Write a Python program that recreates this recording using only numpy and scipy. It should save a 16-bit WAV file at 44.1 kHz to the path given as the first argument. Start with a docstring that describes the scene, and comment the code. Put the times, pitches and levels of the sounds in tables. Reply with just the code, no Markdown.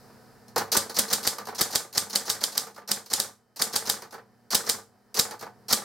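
"""On a wooden desk an electric typewriter is typed on in quick runs, its motor idling in the pauses.
In each stroke a cam catches the power roll, a type bar swings up rattling, the escapement trips and
the slug slaps the platen; the type basket rings, the case thuds and the bar drops back onto its rest.
The shift clunks before the first letter, and the space bar goes down and up between words.
Each part is a resonator driven by impacts: the contacts set its rhythm, its damped modes its timbre."""
import sys
import numpy as np
from scipy import signal
from scipy.fft import rfft, irfft
from scipy.io import wavfile

SR = 44100
rng = np.random.default_rng(int(sys.argv[2]) if len(sys.argv) > 2 else 0)


def master(y):
    """Save y as 16-bit WAV."""
    cut = np.clip(np.atleast_2d(y).T, -1, 1)
    pcm = np.round(cut * 32767)  # scale
    wavfile.write(sys.argv[1], SR, pcm.astype(np.int16))


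N = 257544
TIME = np.arange(N) / SR

# Loudness of the background hum and hiss, which sinks during the typing and recovers.
# Each row: time in seconds, level of hum and whirr in dB, level of hiss in dB.
BACKGROUND_LEVELS = [(0, -53, -60), (.55, -54, -65.5), (1.9, -60, -80), (3.45, -66.5, -78), (4.4, -61, -73),
                     (5.05, -62.5, -73), (5.84, -55, -67.5)]
# Hum lines of motor and belt. Each row: frequency in Hz, relative level in dB.
HUM_LINES = [(118.4, -70), (204.6, -69.5), (236.9, -69), (414.5, -76.5), (463, -79), (737.5, -73.5),
             (958, -80.5), (1265, -79), (1513, -87.5), (1787, -82)]
# Steady noises. Each row: frequency in Hz, relative spectral density in dB.
WHIRR_SPECTRUM = [(18, -48), (30, -19), (85, -9.5), (113, 0.5), (177, -8), (236, -7), (327, -10.5),
                  (463, -4.5), (572, -11.5), (707, -9), (1100, -15), (1650, -16), (3000, -36.5),
                  (3900, -68), (6600, -120)]
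HISS_SPECTRUM = [(2000, 1), (3200, -6), (4900, 6), (6500, -2.5), (10000, -2), (16000, -6.5)]
FLAT_SPECTRUM = [(20, 0), (20000, 0)]
# Likeness of the two sides in noise and ringing. Each row: frequency in Hz, correlation from -1 to 1.
STEREO_CORRELATION = [(60, 0.31), (300, 0.74), (2500, 0.82), (5000, 0.74), (8000, 0.42), (10000, 0.15),
                      (11500, 0.39), (12500, 1), (16000, 0.54)]

# The dense ringing of each part. Each row: frequency in Hz, relative spectral density in dB.
CASE_SPECTRUM = [(30, -27.5), (55, -18), (100, -13), (170, -4), (240, -2.5), (330, -5.5), (450, 0.5),
                 (650, -4.5), (1000, -3), (1700, -3), (2200, -9), (2800, -22), (5000, -14), (16000, -57)]
KEY_STOP_SPECTRUM = [(40, -33.5), (110, -12.5), (220, -5), (330, -5.5), (450, 5.5), (620, -4.5), (900, 2.5),
                     (1250, -3), (1750, -4.5), (2700, -19.5), (5000, -24), (16000, -48.5)]  # a key or the space bar knocking hollowly on its stop
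LEVER_SPECTRUM = [(60, -38.5), (400, -8), (1000, -12), (2700, -12.5), (3400, -11.5), (4300, 0.5),
                  (5200, -2), (6300, -3.5), (7500, -7.5), (10000, -8.5), (13000, -10.5), (16000, -14)]
BAR_SLOT_SPECTRUM = [(60, -34), (400, -10.5), (1000, -6.5), (2700, -14.5), (3600, -9), (4400, 0), (5500, 1),
                     (6500, -2), (7800, -10.5), (11000, -11.5), (16000, -17)]  # a type bar scraping up through its slot
ESCAPEMENT_SPECTRUM = [(60, -19.5), (400, -9), (1500, -11.5), (2800, -11.5), (4000, 0), (4800, -2),
                       (6000, -1.5), (10000, -4), (13500, -2.5), (16000, -10)]
BASKET_SPECTRUM = [(60, -34.5), (400, -16), (1000, -14), (2700, -14), (3400, -5), (4600, -1.5),
                   (7000, -1.5), (8700, -1), (9800, -4), (13000, -9.5), (16000, -18)]
# Ringing modes. Each row: frequency in Hz, relative level in dB, time to fall 60 dB in seconds.
CASE_FRAME_MODES = [(100, -8, 0.47), (202.5, -1.5, 0.49), (235.2, 3.5, 0.094), (305, -12.5, 0.062),
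                    (452, 0.5, 0.43), (554.3, 2, 0.26), (728.7, 1, 0.25), (833, 2.5, .15),
                    (878.5, -1, 0.28), (1000, -5, 0.078), (1191, 4.5, .2), (1230, -3.5, 0.2),
                    (1260, -8, .18), (1496, 4.5, 0.15), (1780, -8.5, 0.2)]
BAR_SPRING_MODES = [(3950, -6.5, .17), (4530, -1, 0.17), (4850, -1.5, .2), (4930, -0.5, .2),
                    (5112, -5, .25), (5070, -2.5, .19), (6840, -5, .25), (6900, -4, .2), (7160, -1, 0.19),
                    (7470, -4, 0.22), (8050, -1, 0.28), (8530, -0.5, .2), (8869, -3.5, .18)]
# Heavily damped modes. Each row: frequency in Hz, relative level in dB, time to fall 60 dB in seconds,
# left-right difference in dB.
PAWL_PING_MODES = [(4780, -0.5, 0.029, 3), (5760, -0.5, 0.02, -0.5), (8870, -3.5, .025, -4.5),
                   (12200, 0.5, .025, 2)]
PLATEN_MODES = [(1900, -12.5, 0.0044, -4.5), (3130, -21.5, 0.046, 0.5), (3660, -15, 0.014, 2.5),
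                (3880, -8.5, 0.015, -3.5), (4616, -2, 0.015, 2), (5090, 1, 0.0065, -2),
                (6200, 2, 0.0019, -1)]  # the slug on the platen
BRIGHT_EDGE_MODES = [(7600, -5.5, 0.002, -6), (8800, 6, 0.0036, -6.5), (9440, -0.5, 0.0036, -10.5),
                     (11650, 3.5, 0.00464, 1.5), (13200, -17, 0.0029, 8)]  # the treble of that blow

# Type strokes. Each row: time of the slap in seconds, force in dB above the usual, slap level in dB,
# its bright edge in relative dB, cam's lead in seconds, cam level in dB, thump level in dB.
TYPE_STROKES = [(0.7726, 3.5, 8.5, 20, .055, -19, -32), (0.993, 4, 6, 10, 0.049, -35.5, -37),
                (1.134, 2.5, 4, -2.5, 0.054, -37.5, -41), (1.2745, 0.5, 6.5, -2, 0.045, -33, -35),
                (1.6146, 3, 5, -4, .067, -36, -32.5), (1.7573, 0, 7.5, -3, 0.051, -35, -36),
                (1.9793, -.5, 9, -8.5, .052, -39, -41), (2.1582, -1, 7.5, -4.5, 0.061, -35.5, -68.5),
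                (2.3003, -1.5, 3.5, -8, 0.047, -38.5, -65), (2.439, -3.5, 6.5, -6, 0.032, -38, -53.5),
                (2.5784, -4.5, 7, -0.5, 0.058, -39, -60), (2.9162, -2.5, 6.5, -1.5, 0.04, -35.5, -66),
                (3.1367, -2, 7, -1, 0.036, -38.5, -46), (3.2006, -4.5, 4.5, -1, 0.037, -45, -61),
                (3.6216, 0.5, 6.5, -2, .061, -38.5, -61.5), (3.7617, -.5, 5.5, -5, 0.032, -36, -51),
                (3.8986, -.5, 6, -.5, .045, -34.5, -51), (4.5517, 4, 9, -2.5, 0.047, -28.5, -34),
                (4.697, 0, 7, -0.5, .049, -44, -50), (5.196, 4, 9.7, -6, 0.053, -30, -34),
                (5.7319, 5, 8.5, -8, 0.049, -32, -33.5)]
# The space bar. Each row: press time in seconds, release time in seconds, force in dB above the usual.
SPACE_PRESSES = [(1.383, 1.469, 3), (2.669, 2.761, -6), (4.02, 4.124, -2), (5.309, 5.409, 1.5)]
# Keys touched without printing. Each row: time in seconds, click level in dB, knock level in dB.
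IDLE_TOUCHES = [(.097, -74, -53), (0.481, -51, -63), (.896, -34.5, -36), (3.06, -44, -54.5),
                (4.819, -68, -60)]
# Contacts within one movement. Each row: delay in seconds, steel click and hollow knock in relative dB.
SHIFT_CONTACTS = [(0, -26.5, -22), (.018, -24, -25), (.05, -50, -27.5), (.116, -57, -42.5)]
SPACE_DOWN_CONTACTS = [(0, -40, -36), (.028, -59, -43.5)]
SPACE_UP_CONTACTS = [(-.016, -47.5, -58), (0, -43.5, -40), (.016, -45.5, -35), (.055, -62, -41.5)]
CAM_CATCH_CONTACTS = [(0, -2.5, -17.5), (.007, -2.5, -13.5)]  # the cam catches and its pawl bounces
CAM_KICK_CONTACTS = [(-.025, -8, -6)]  # the cam kicks the bar
BAR_REST_CONTACTS = [(.086, -59.5, -45)]  # the bar lands on its rest


def from_db(db):
    """Amplitude grows tenfold with every 20 dB."""
    return 10 ** (np.asarray(db) / 20)


def unit_energy(x):
    """Normalisation to a mean energy of 1 per channel."""
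    return x / np.sqrt(np.sum(x ** 2) / len(np.atleast_2d(x)) + 1e-20)


def at_hz(points, hz):
    """Interpolation along a logarithmic frequency axis."""
    known_hz, values = np.transpose(points)
    return np.interp(np.log(hz), np.log(known_hz), values)


def add(out, s, sound):
    """Superposition: a sound joins the mix at s seconds."""
    start = max(round(s * SR), 0)
    part = sound[..., :max(N - start, 0)]
    out[..., start:start + part.shape[-1]] += part


def waver(rate_hz):
    """Random modulation: a line through normally distributed values."""
    return np.interp(TIME * rate_hz, np.arange(N // 100), rng.standard_normal(N // 100))


def noise(spectrum, size):
    """Random phases give coloured noise; the ratio of mid to side sets its stereo correlation."""
    hz = np.maximum(np.fft.rfftfreq(size, 1 / SR), 1)
    alike = np.clip(at_hz(STEREO_CORRELATION, hz), -1, 1)
    mid, side = np.exp(2j * np.pi * rng.random((2, len(hz))))
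    channels = np.sqrt(1 + alike) * mid + np.sqrt(1 - alike) * side * [[1], [-1]]
    return unit_energy(irfft(channels * from_db(at_hz(spectrum, hz)), size))


def high_pass(x, hz):
    """High-pass filter: the sound is kept free of deep bass below hz."""
    return signal.sosfilt(signal.butter(2, hz, "high", fs=SR, output="sos"), x)


def colour(x, spectrum, size=4096):
    """A minimum-phase filter shapes the spectrum causally; white noise keeps its power."""
    hz = np.maximum(np.fft.rfftfreq(size, 1 / SR), 1)
    cepstrum = irfft(np.log(from_db(at_hz(spectrum, hz))))
    cepstrum[1:size // 2] *= 2
    cepstrum[size // 2 + 1:] = 0
    response = unit_energy(irfft(np.exp(rfft(cepstrum))))
    return signal.oaconvolve(x, response[None], axes=1)[:, :N]


def rattle(times, levels_db, fall_s, rise_s, per_s, spread_db):
    """Loose parts collide at random: bursts of uneven impulses swell, then lose 20 dB every fall_s."""
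    out, t = np.zeros(N), TIME[:SR // 8]
    envelope = np.minimum((t + 1 / SR) / rise_s, 1) * from_db(-20 * np.maximum(t - rise_s, 0) / fall_s)
    for s, db in zip(times, levels_db):
        touching = (rng.random(len(t)) < per_s / SR) | (t == 0)
        sizes = from_db(spread_db * rng.uniform(-1, 1, len(t))) * rng.choice([-1, 1], len(t))
        add(out, s, from_db(db) * np.sqrt(SR // 100) * unit_energy(touching * sizes * envelope))
    return out


def excite(contacts, response):
    """Convolution: every contact starts the impulse response anew."""
    return signal.oaconvolve(contacts[None], response, axes=1)[:, :N]


def modal_ring(modes, width_rad):
    """Free vibration is a sum of decaying sines; each reaches the two sides at different phases."""
    hz, db, t60 = np.transpose(modes)[:, :, None]
    t = TIME[:SR // 2]
    apart = width_rad * rng.uniform(0.28, 1, hz.shape) * (-1) ** np.arange(len(hz))[:, None]
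    decays = from_db(db - 60 * t / t60) * rng.choice([-1, 1], hz.shape)
    channels = [(decays * np.sin(2 * np.pi * hz * t + side * apart / 2)).sum(0) for side in (1, -1)]
    return unit_energy(np.array(channels))


def damped_blow(modes, detune):
    """An impact excites heavily damped modes, whose tuning and strength vary from blow to blow."""
    hz, db, t60, pan_db = np.transpose(modes)[:, :, None]
    t = TIME[:SR // 30]
    hz = hz * (1 + detune * rng.standard_normal(hz.shape))
    db = db + rng.normal(0, 1.8, db.shape)
    polarity = (-1) ** np.arange(len(hz))[:, None]
    rings = polarity * from_db(db - 60 * t / t60) * np.sin(2 * np.pi * hz * t)
    return unit_energy(np.array([(rings * from_db(side * pan_db / 2)).sum(0) for side in (1, -1)]))


def stored_energy(contacts, t60):
    """Damping: the energy that contacts put into a part leaks away exponentially."""
    retained = from_db(-120 / (t60 * SR))
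    return signal.lfilter([1 - retained], [1, -retained], contacts ** 2 + 1e-18)


def resonate(contacts, spectrum, crack_t60, tail_t60, tail_db, direct_db, modal_share=0.22):
    """Two-stage decay: loose pieces chatter in a short crack, then in a tail shared with close modes."""
    tail, direct = from_db(tail_db), from_db(direct_db)
    tail_energy = (1 - modal_share) * tail ** 2 * stored_energy(contacts, tail_t60)
    energy = stored_energy(contacts, crack_t60) + tail_energy
    chatter = np.sqrt(N * energy) * noise(FLAT_SPECTRUM, size=N)
    t = TIME[:SR // 2]
    close_modes = unit_energy(noise(FLAT_SPECTRUM, size=len(t)) * from_db(-60 * t / tail_t60))
    ringing = chatter + np.sqrt(modal_share) * tail * excite(contacts, close_modes)
    return colour((direct * contacts + ringing) / np.sqrt(1 + tail ** 2 + direct ** 2), spectrum)


def motor():
    """Rotation gives line spectra, a hum and a thin whine, over hiss and the whirr of belt and roll."""
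    s, *levels = np.transpose(BACKGROUND_LEVELS)
    hum_db, hiss_db = [np.interp(TIME, s, level) for level in levels]
    hum = np.zeros(N)
    for hz, db in HUM_LINES:
        amplitude = from_db(db + 2.1 * waver(rate_hz=7.9))
        hum += amplitude * np.sin(2 * np.pi * hz * TIME + 0.2 * waver(rate_hz=12))
    whirr = noise(WHIRR_SPECTRUM, size=N) * from_db(1.1 * waver(rate_hz=38))
    running = from_db(-4) * unit_energy(hum) + from_db(-2.5) * whirr
    whine_hz, whine_peak = 3063, np.sqrt(2) * from_db(-89.5)
    whine = whine_peak * np.sin(2 * np.pi * whine_hz * TIME + 0.3 * waver(rate_hz=12))
    hiss = from_db(hiss_db) * noise(HISS_SPECTRUM, size=N)
    return whine + np.sqrt(N) * (from_db(hum_db) * running + hiss)


def movements(times, levels_db, pattern):
    """A mechanism repeats the same run of contacts each time it moves."""
    return [(s + delay, db + click, db + knock)
            for s, db in zip(times, levels_db) for delay, click, knock in pattern]


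def key_action(times, force_db, lead_s, cam_db):
    """Each catch or stop is an impact; returns their times, click levels and knock levels."""
    down_s, up_s, space_db = np.transpose(SPACE_PRESSES)
    cams = movements(times - lead_s, cam_db, CAM_CATCH_CONTACTS)
    kicks = movements(times, cam_db, CAM_KICK_CONTACTS)
    landings = movements(times, force_db, BAR_REST_CONTACTS)
    presses = movements(down_s, space_db, SPACE_DOWN_CONTACTS)
    releases = movements(up_s, space_db, SPACE_UP_CONTACTS)
    shift = movements(times=[0.56], levels_db=[0], pattern=SHIFT_CONTACTS)
    return np.transpose(cams + kicks + landings + presses + releases + shift + IDLE_TOUCHES)


def low_pops(times, levels_db, rise_s, back_s):
    """A bipolar pulse: a short low pop at each stroke, with a quick rise and a slower swing back."""
    out, t = np.zeros(N), TIME[:SR // 30]
    rise, swing_back = [t / tau ** 2 * np.exp(-t / tau) for tau in (rise_s, back_s)]
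    for s, db in zip(times, levels_db):
        add(out, s, from_db(db) * np.sqrt(SR // 100) * unit_energy(rise - swing_back))
    return out


def case(times, force_db, knock_s, knock_db):
    """Structure-borne sound: the bar's lift, blow and fall shake the case, and keys knock on it."""
    knocks = rattle(knock_s, knock_db, fall_s=0.014, rise_s=0.0026, per_s=1000, spread_db=4)
    lift = rattle(times - 0.029, force_db - 33.5, fall_s=0.04, rise_s=0.009, per_s=1400, spread_db=3.5)
    thud = rattle(times - 0.006, 0.83 * force_db - 31.5,
                  fall_s=0.019, rise_s=0.0027, per_s=3000, spread_db=7)
    fall = rattle(times + 0.033, 0.49 * force_db - 37,
                  fall_s=0.041, rise_s=0.014, per_s=580, spread_db=14)
    contacts = lift + thud + fall
    clatter = resonate(contacts, CASE_SPECTRUM, crack_t60=0.025, tail_t60=0.26, tail_db=-2, direct_db=-3)
    keys = resonate(knocks, KEY_STOP_SPECTRUM,
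                    crack_t60=0.067, tail_t60=0.19, tail_db=4.5, direct_db=-1.5, modal_share=0.45)
    ring = excite(contacts + from_db(-0.5) * knocks, modal_ring(CASE_FRAME_MODES, width_rad=0.58))
    return clatter + keys + from_db(-5.5) * high_pass(ring, hz=80)


def linkage(times, force_db, click_s, click_db):
    """Impact and friction: cams and levers click, and the driven bar scrapes up through its slot."""
    catches = rattle(click_s, click_db, fall_s=0.009, rise_s=0.0028, per_s=4000, spread_db=7.5)
    swings = rattle(times - 0.038, 1.5 * force_db - 29,
                    fall_s=0.029, rise_s=0.013, per_s=1100, spread_db=8.5)
    clicks = resonate(catches, LEVER_SPECTRUM, crack_t60=0.025, tail_t60=0.19, tail_db=8, direct_db=4.5)
    scrapes = resonate(swings, BAR_SLOT_SPECTRUM,
                       crack_t60=0.033, tail_t60=0.2, tail_db=6.5, direct_db=4.5)
    return clicks + scrapes


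def pawls(click_s, click_db):
    """Small parts have high natural frequencies: each pawl pings briefly at its own pitch."""
    out = np.zeros((2, N))
    for s, db in zip(click_s, click_db):
        add(out, s, from_db(db + 19) * damped_blow(PAWL_PING_MODES, detune=0.079))
    return out


def escapement(times, force_db):
    """A sharp transient: the carriage dog is tripped just before the slug lands."""
    trips = rattle(times - 0.007, 1.5 * force_db - 24.5,
                   fall_s=0.019, rise_s=0.0029, per_s=7900, spread_db=9.5)
    return resonate(trips, ESCAPEMENT_SPECTRUM,
                    crack_t60=0.0036, tail_t60=0.12, tail_db=-14.5, direct_db=-3.5)


def type_basket(times, force_db):
    """Shock excitation: the blow shakes all the bars and springs, which buzz and ring out."""
    shakes = rattle(times, 0.45 * force_db - 22, fall_s=0.007, rise_s=0.00058, per_s=6300, spread_db=8.5)
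    bounces = rattle(times + 0.006, 0.41 * force_db - 31.5,
                     fall_s=0.061, rise_s=0.0023, per_s=800, spread_db=14)
    ring = resonate(shakes, BASKET_SPECTRUM, crack_t60=0.02, tail_t60=0.26, tail_db=2.5, direct_db=-8)
    tones = from_db(-8.5) * excite(shakes, modal_ring(BAR_SPRING_MODES, width_rad=0.79))
    buzz = resonate(bounces, BASKET_SPECTRUM, crack_t60=0.0082, tail_t60=0.2, tail_db=-1, direct_db=-1.5)
    return ring + tones + buzz


def type_slugs(times, slap_db, edge_db):
    """A brief impact has a broad spectrum: the slug hits paper and platen, the peak of each stroke."""
    out = np.zeros((2, N))
    for s, db, bright_db in zip(times, slap_db, edge_db):
        slap = damped_blow(PLATEN_MODES, detune=0.017)
        edge = from_db(bright_db) * damped_blow(BRIGHT_EDGE_MODES, detune=0.044)
        add(out, s, from_db(db) * unit_energy(slap + edge))
    return high_pass(out, hz=700)


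def scene():
    """Superposition of all parts of the machine, heard from just above it."""
    times, force_db, slap_db, edge_db, lead_s, cam_db, thump_db = np.transpose(TYPE_STROKES)
    key_s, click_db, knock_db = key_action(times, force_db, lead_s, cam_db)
    levers = linkage(times, force_db, key_s, click_db) + pawls(key_s, click_db)
    steel = levers + escapement(times, force_db) + type_basket(times, force_db)
    blows = type_slugs(times, slap_db, edge_db)
    body = case(times, force_db, key_s, knock_db)
    thumps = low_pops(times, thump_db, rise_s=0.0005, back_s=0.00091)
    pops = low_pops(times, 1.3 * force_db - 32, rise_s=0.000085, back_s=0.0014)
    wide_pops = pops * np.array([[1], [-1]])  # opposite polarity on the two sides sounds wide
    balance = from_db([[-0.3], [0.3]])
    return (motor() + thumps + wide_pops + body + steel + blows) * balance


def record(dry):
    """Soft saturation rounds the highest peaks, and a steep low-pass cuts the top treble."""
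    ceiling, cutoff_hz = 0.66, 15850
    low_pass = signal.ellip(10, 0.1, 80, cutoff_hz, fs=SR, output="sos")
    return signal.sosfilt(low_pass, ceiling * np.tanh(dry / ceiling))


dry = scene()
out = record(dry)
master(out)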